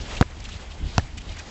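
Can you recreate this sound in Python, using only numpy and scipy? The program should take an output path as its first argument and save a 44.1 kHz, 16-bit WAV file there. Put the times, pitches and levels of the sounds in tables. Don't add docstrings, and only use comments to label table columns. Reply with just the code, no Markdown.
import sys
import numpy as np
from scipy import signal
from scipy.io import wavfile

SR = 44100
rng = np.random.default_rng(int(sys.argv[2]) if len(sys.argv) > 2 else 0)


def gain_from_db(level_db):
    decades = np.asarray(level_db, float) / 20
    return 10 ** decades


def unload_audio(sound):
    columns = np.transpose(np.atleast_2d(sound))
    steps = np.round(np.clip(columns, -1, 1) * 32767)
    wavfile.write(sys.argv[1], SR, steps.astype(np.int16))


N = 66150

# start in seconds, thump level in dB, thump T60 in seconds,
# shell level in dB, drop of the recorder gain in dB.
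BOUNCES = [
    (.2114, 1.5, 0.035, -14, 8),
    (0.9812, -2.5, 0.075, -13, 7),
]
# start in seconds, level in dB, pulse width in milliseconds.
SLAPS = [(.21148, 1.5, .5), (.2120, -14, .25), (.2124, -11, .25), (.2129, -17, .5), (.2236, -14, 1.7),
         (.98053, 2, .12), (.98072, 1, .12), (.9810, -9, .3), (.98127, -4, .32), (.98168, -8, .22),
         (.9822, -14, .7), (.9928, -19, 1.7)]
# frequency in Hz, level in dB, T60 in seconds.
SHELL_MODES = [(250, -1, .03), (470, -1, .032), (710, -2, .022), (950, -3, .02), (1380, -5, .014),
               (3300, -8, .007), (5500, -13, .005)]
# frequency in Hz, level in dB, T60 in seconds.
FREE_MODES = [(350, -12, .05), (560, -4, .035), (780, -5, .03), (1250, -4, .02), (1620, -7, .02),
              (2100, -14, .012), (3300, -18, .008)]
# start in seconds, level in dB, pitch factor.
LIFTS = [
    (.2247, -21, 1.0),
    (.9942, -24, 1.04),
]
# level in dB, frequency in Hz, T60 in seconds.
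SKIN_RINGS = [(-19, 963, 0.0098), (-19.5, 560, .03), (-19.5, 728, 0.025), (-20, 3620, 0.0049),
              (-25, 2530, 0.0058), (-19, 1600, 0.011), (-7, 2620, 0.0089), (-13.5, 964, 0.0088),
              (-17, 550, 0.019), (-25, 1800, 0.017)]
SKIN_STARTS = [.2119, .2135, .2133, .2116, .2256, .2256, .9810, .9808, .9815, .9945]
# start in seconds, level in dB, frequency in Hz, T60 in seconds.
CAVITY_RINGS = [
    (.2250, -35, 1000, .22),
    (.9945, -44, 1020, .1),
]
# start in seconds, length in seconds, level in dB,
# colour frequency in Hz, share of the length until the peak.
SCUFFS = [(.008, .025, -43.5, 4600, .3), (0.076, 0.011, -62, 3500, 0.37), (0.107, 0.015, -41, 2270, 0.65),
          (0.149, 0.01, -39.5, 2460, 0.35), (0.165, 0.026, -34, 3020, 0.29), (0.202, 0.0053, -42, 5000, .4),
          (0.399, 0.011, -38, 5020, .4), (.441, 0.0063, -38, 6800, .08), (.444, 0.021, -32.5, 2900, 0.6),
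          (.489, 0.014, -38.5, 1650, .05), (0.495, 0.0022, -39.5, 5000, 0.041),
          (0.507, 0.065, -36.5, 3150, 0.19), (0.552, 0.029, -42, 4050, .6),
          (0.704, 0.027, -38.5, 3270, 0.53), (0.845, 0.25, -43, 3890, 0.13), (1.174, .02, -32.5, 2690, .45),
          (1.173, 0.015, -43, 7560, .05), (1.201, 0.021, -39.5, 2500, 0.12),
          (1.284, 0.048, -40.5, 3500, 0.19), (1.309, 0.032, -38.5, 2640, 0.31),
          (1.37, 0.0077, -37, 1840, 0.034), (1.384, 0.011, -43, 6440, 0.046),
          (1.386, 0.016, -36, 5000, 0.33), (1.39, 0.021, -34, 2060, 0.41)]
# start in seconds, level in dB, T60 in seconds.
LEAF_SNAPS = [
    (.4415, -28, .035),
    (.4895, -28, .022),
    (1.1725, -31, .05),
    (1.3672, -30, .02),
    (1.218, -35, .02),
]
# time in seconds, level in dB.
GUSTS = [(0, -33), (.04, -29.5), (.07, -40), (.13, -36), (.3, -30.5), (.47, -32), (.56, -25.5), (.62, -35),
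         (.78, -33.5), (.835, -17), (.875, -21), (.91, -32), (1.04, -28), (1.08, -34), (1.17, -28),
         (1.25, -35.5), (1.3, -26), (1.4, -32.5)]
# frequency in Hz, level in dB per Hz.
WIND_SPECTRUM = [(12, -31), (20, -4.5), (70, -3.5), (125, -15), (160, -22), (236, -19), (400, -46.5),
                 (520, -50), (880, -120)]
# frequency in Hz, level in dB.
TREE_SPECTRUM = [(100, -16.5), (160, -6.5), (300, -11.5), (760, -12), (1300, -16.5), (2800, -15.5),
                 (4500, -21), (8300, -27)]


def pairs(rows, x, log=False):
    a, b = np.transpose(rows)
    if log:
        return np.interp(np.log(x), np.log(a), b)
    return np.interp(x, a, b)


def rms_one(x):
    return x / np.sqrt(np.mean(x ** 2) + 1e-20)


def decay(since, db, t60):
    return gain_from_db(db - 60 * np.maximum(since, 0) / t60)


def drift(rate):
    r = np.exp(-2 * np.pi * rate / SR)
    noise = rng.standard_normal(N + SR)
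    return rms_one(signal.lfilter([1], [1, -2 * r, r * r], noise)[SR:])


def band(x, low_hz, high_hz):
    sos = signal.butter(2, [low_hz, min(high_hz, .45 * SR)], "band", fs=SR, output="sos")
    return signal.sosfilt(sos, x)


def banded_noise(spectrum, patchy_db, rate):
    out = 0
    together = drift(rate / 3)
    white = rng.standard_normal((2, N + 4000))
    edges = 20 * 2 ** np.arange(0, 9.1, .5)
    for k, (low, high) in enumerate(zip(edges, edges[1:])):
        hz = np.sqrt(low * high)
        own = drift(rate)
        if spectrum[0][0] * .8 < hz < spectrum[-1][0] * 1.2:
            level = pairs(spectrum, hz, True) + patchy_db * (together + own)
            out = out + gain_from_db(level) * band(white[k % 2], low, high)[4000:]
    return rms_one(out)


def ringing(since, modes, spread_db, factor=1):
    hz, db, t60 = np.array(modes).T[:, :, None]
    on = np.maximum(since, 0)
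    strength = db + spread_db * rng.standard_normal(hz.shape)
    return (decay(on, strength, t60) * np.sin(2 * np.pi * factor * hz * on)).sum(axis=0)


def thump(since, db, t60):
    start_hz, end_hz, sag_s, rise_s = 335, 72, .0019, .002
    on = np.maximum(since, 0)
    turns = end_hz * on + (start_hz - end_hz) * sag_s * (1 - np.exp(-on / sag_s))
    return decay(on, db, t60) * (1 - np.exp(-on / rise_s)) * np.sin(2 * np.pi * turns)


def slaps(t):
    out = np.zeros(N)
    for s, db, ms in SLAPS:
        phase = np.clip((t - s) * 1000 / ms, 0, 1)
        out += gain_from_db(db) * np.sin(np.pi * phase) ** 1.5
    return out


def skin_and_cavity(t):
    out = np.zeros(N)
    skin = [(s, *ring) for s, ring in zip(SKIN_STARTS, SKIN_RINGS)]
    for s, db, hz, t60 in skin + CAVITY_RINGS:
        out += ringing(t - s, [(hz, db, t60)], spread_db=3.5)
    return out


def impacts(t):
    out = np.zeros(N)
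    puff = rms_one(band(rng.standard_normal(N), 625, 5000))
    scattered = rms_one(band(rng.standard_normal(N), 400, 8000))
    for s, thump_db, thump_t60, shell_db, _ in BOUNCES:
        since = t - s
        out -= thump(since, thump_db, thump_t60)
        out -= gain_from_db(shell_db) * ringing(since, SHELL_MODES, spread_db=6.0)
        out += decay(since, shell_db - 8, .024) * (since > 0) * puff
        out += decay(since, shell_db - 27, .47) * (since > 0) * scattered
    return out


def lift_offs(t):
    rise_s = .0005
    out = np.zeros(N)
    for s, db, factor in LIFTS:
        rise = 1 - np.exp(-np.maximum(t - s, 0) / rise_s)
        out += gain_from_db(db) * rise * ringing(t - s, FREE_MODES, spread_db=6.0, factor=factor)
    return out


def ball(t):
    return skin_and_cavity(t) - slaps(t) + impacts(t) + lift_offs(t)


def grit_grains():
    grains_per_s, spread_db, clump_db, clump_hz = 9000, 3.2, 1.5, 210
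    strength = gain_from_db(spread_db * np.minimum(rng.exponential(1, N), 4))
    sign = rng.choice([-1, 1], N)
    present = rng.random(N) < grains_per_s / SR
    return strength * sign * present * gain_from_db(clump_db * drift(clump_hz))


def footsteps(t):
    octaves = .45
    out = np.zeros(N)
    grit = grit_grains()
    wide = .55 * rms_one(band(grit[::-1], 1300, 9000))
    for s, db, t60 in LEAF_SNAPS:
        out += decay(t - s, db, t60) * (t > s) * wide
    for s, length, db, hz, peak in SCUFFS:
        edges = hz / 2 ** octaves, hz * 2 ** octaves
        body = band(band(grit, *edges), *edges)
        shape = np.interp((t - s) / length, [0, np.clip(peak, .02, .9), 1], [0, 1, 0]) ** .6
        body = body / np.sqrt(np.mean(body[shape > 0] ** 2))
        out += gain_from_db(db) * shape * (body + wide)
    return out


def wind(t):
    return gain_from_db(pairs(GUSTS, t)) * banded_noise(WIND_SPECTRUM, patchy_db=1.0, rate=14)


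def trees():
    return gain_from_db(-39) * banded_noise(TREE_SPECTRUM, patchy_db=1.68, rate=15.7)


def scene():
    t = np.arange(N) / SR
    buffeting = wind(t)
    rustle = trees()
    return (ball(t) + footsteps(t) + buffeting + rustle)[None]


def band_limit(x):
    return signal.sosfilt(signal.butter(12, 8390, fs=SR, output="sos"), x)


def record(dry):
    wait_s, duck_s, recover_db_per_s = .015, .0093, 4.5
    cutoff_hz, ceiling = 8250, 1.0
    t = np.arange(N) / SR
    drops = []
    for s, *_, db in BOUNCES:
        onset = np.clip((t - s - wait_s) / duck_s, 0, 1)
        drops.append(onset * np.maximum(db - recover_db_per_s * (t - s), 0))
    gain = gain_from_db(-np.max(drops, axis=0))
    clipped = np.clip(dry * gain, -ceiling, ceiling)
    low_pass = signal.cheby2(10, 30, cutoff_hz * 1.038, fs=SR, output="sos")
    mix = np.clip(signal.sosfiltfilt(low_pass, clipped), -1, 1)
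    return band_limit(mix)


dry = scene()
out = record(dry)
unload_audio(out)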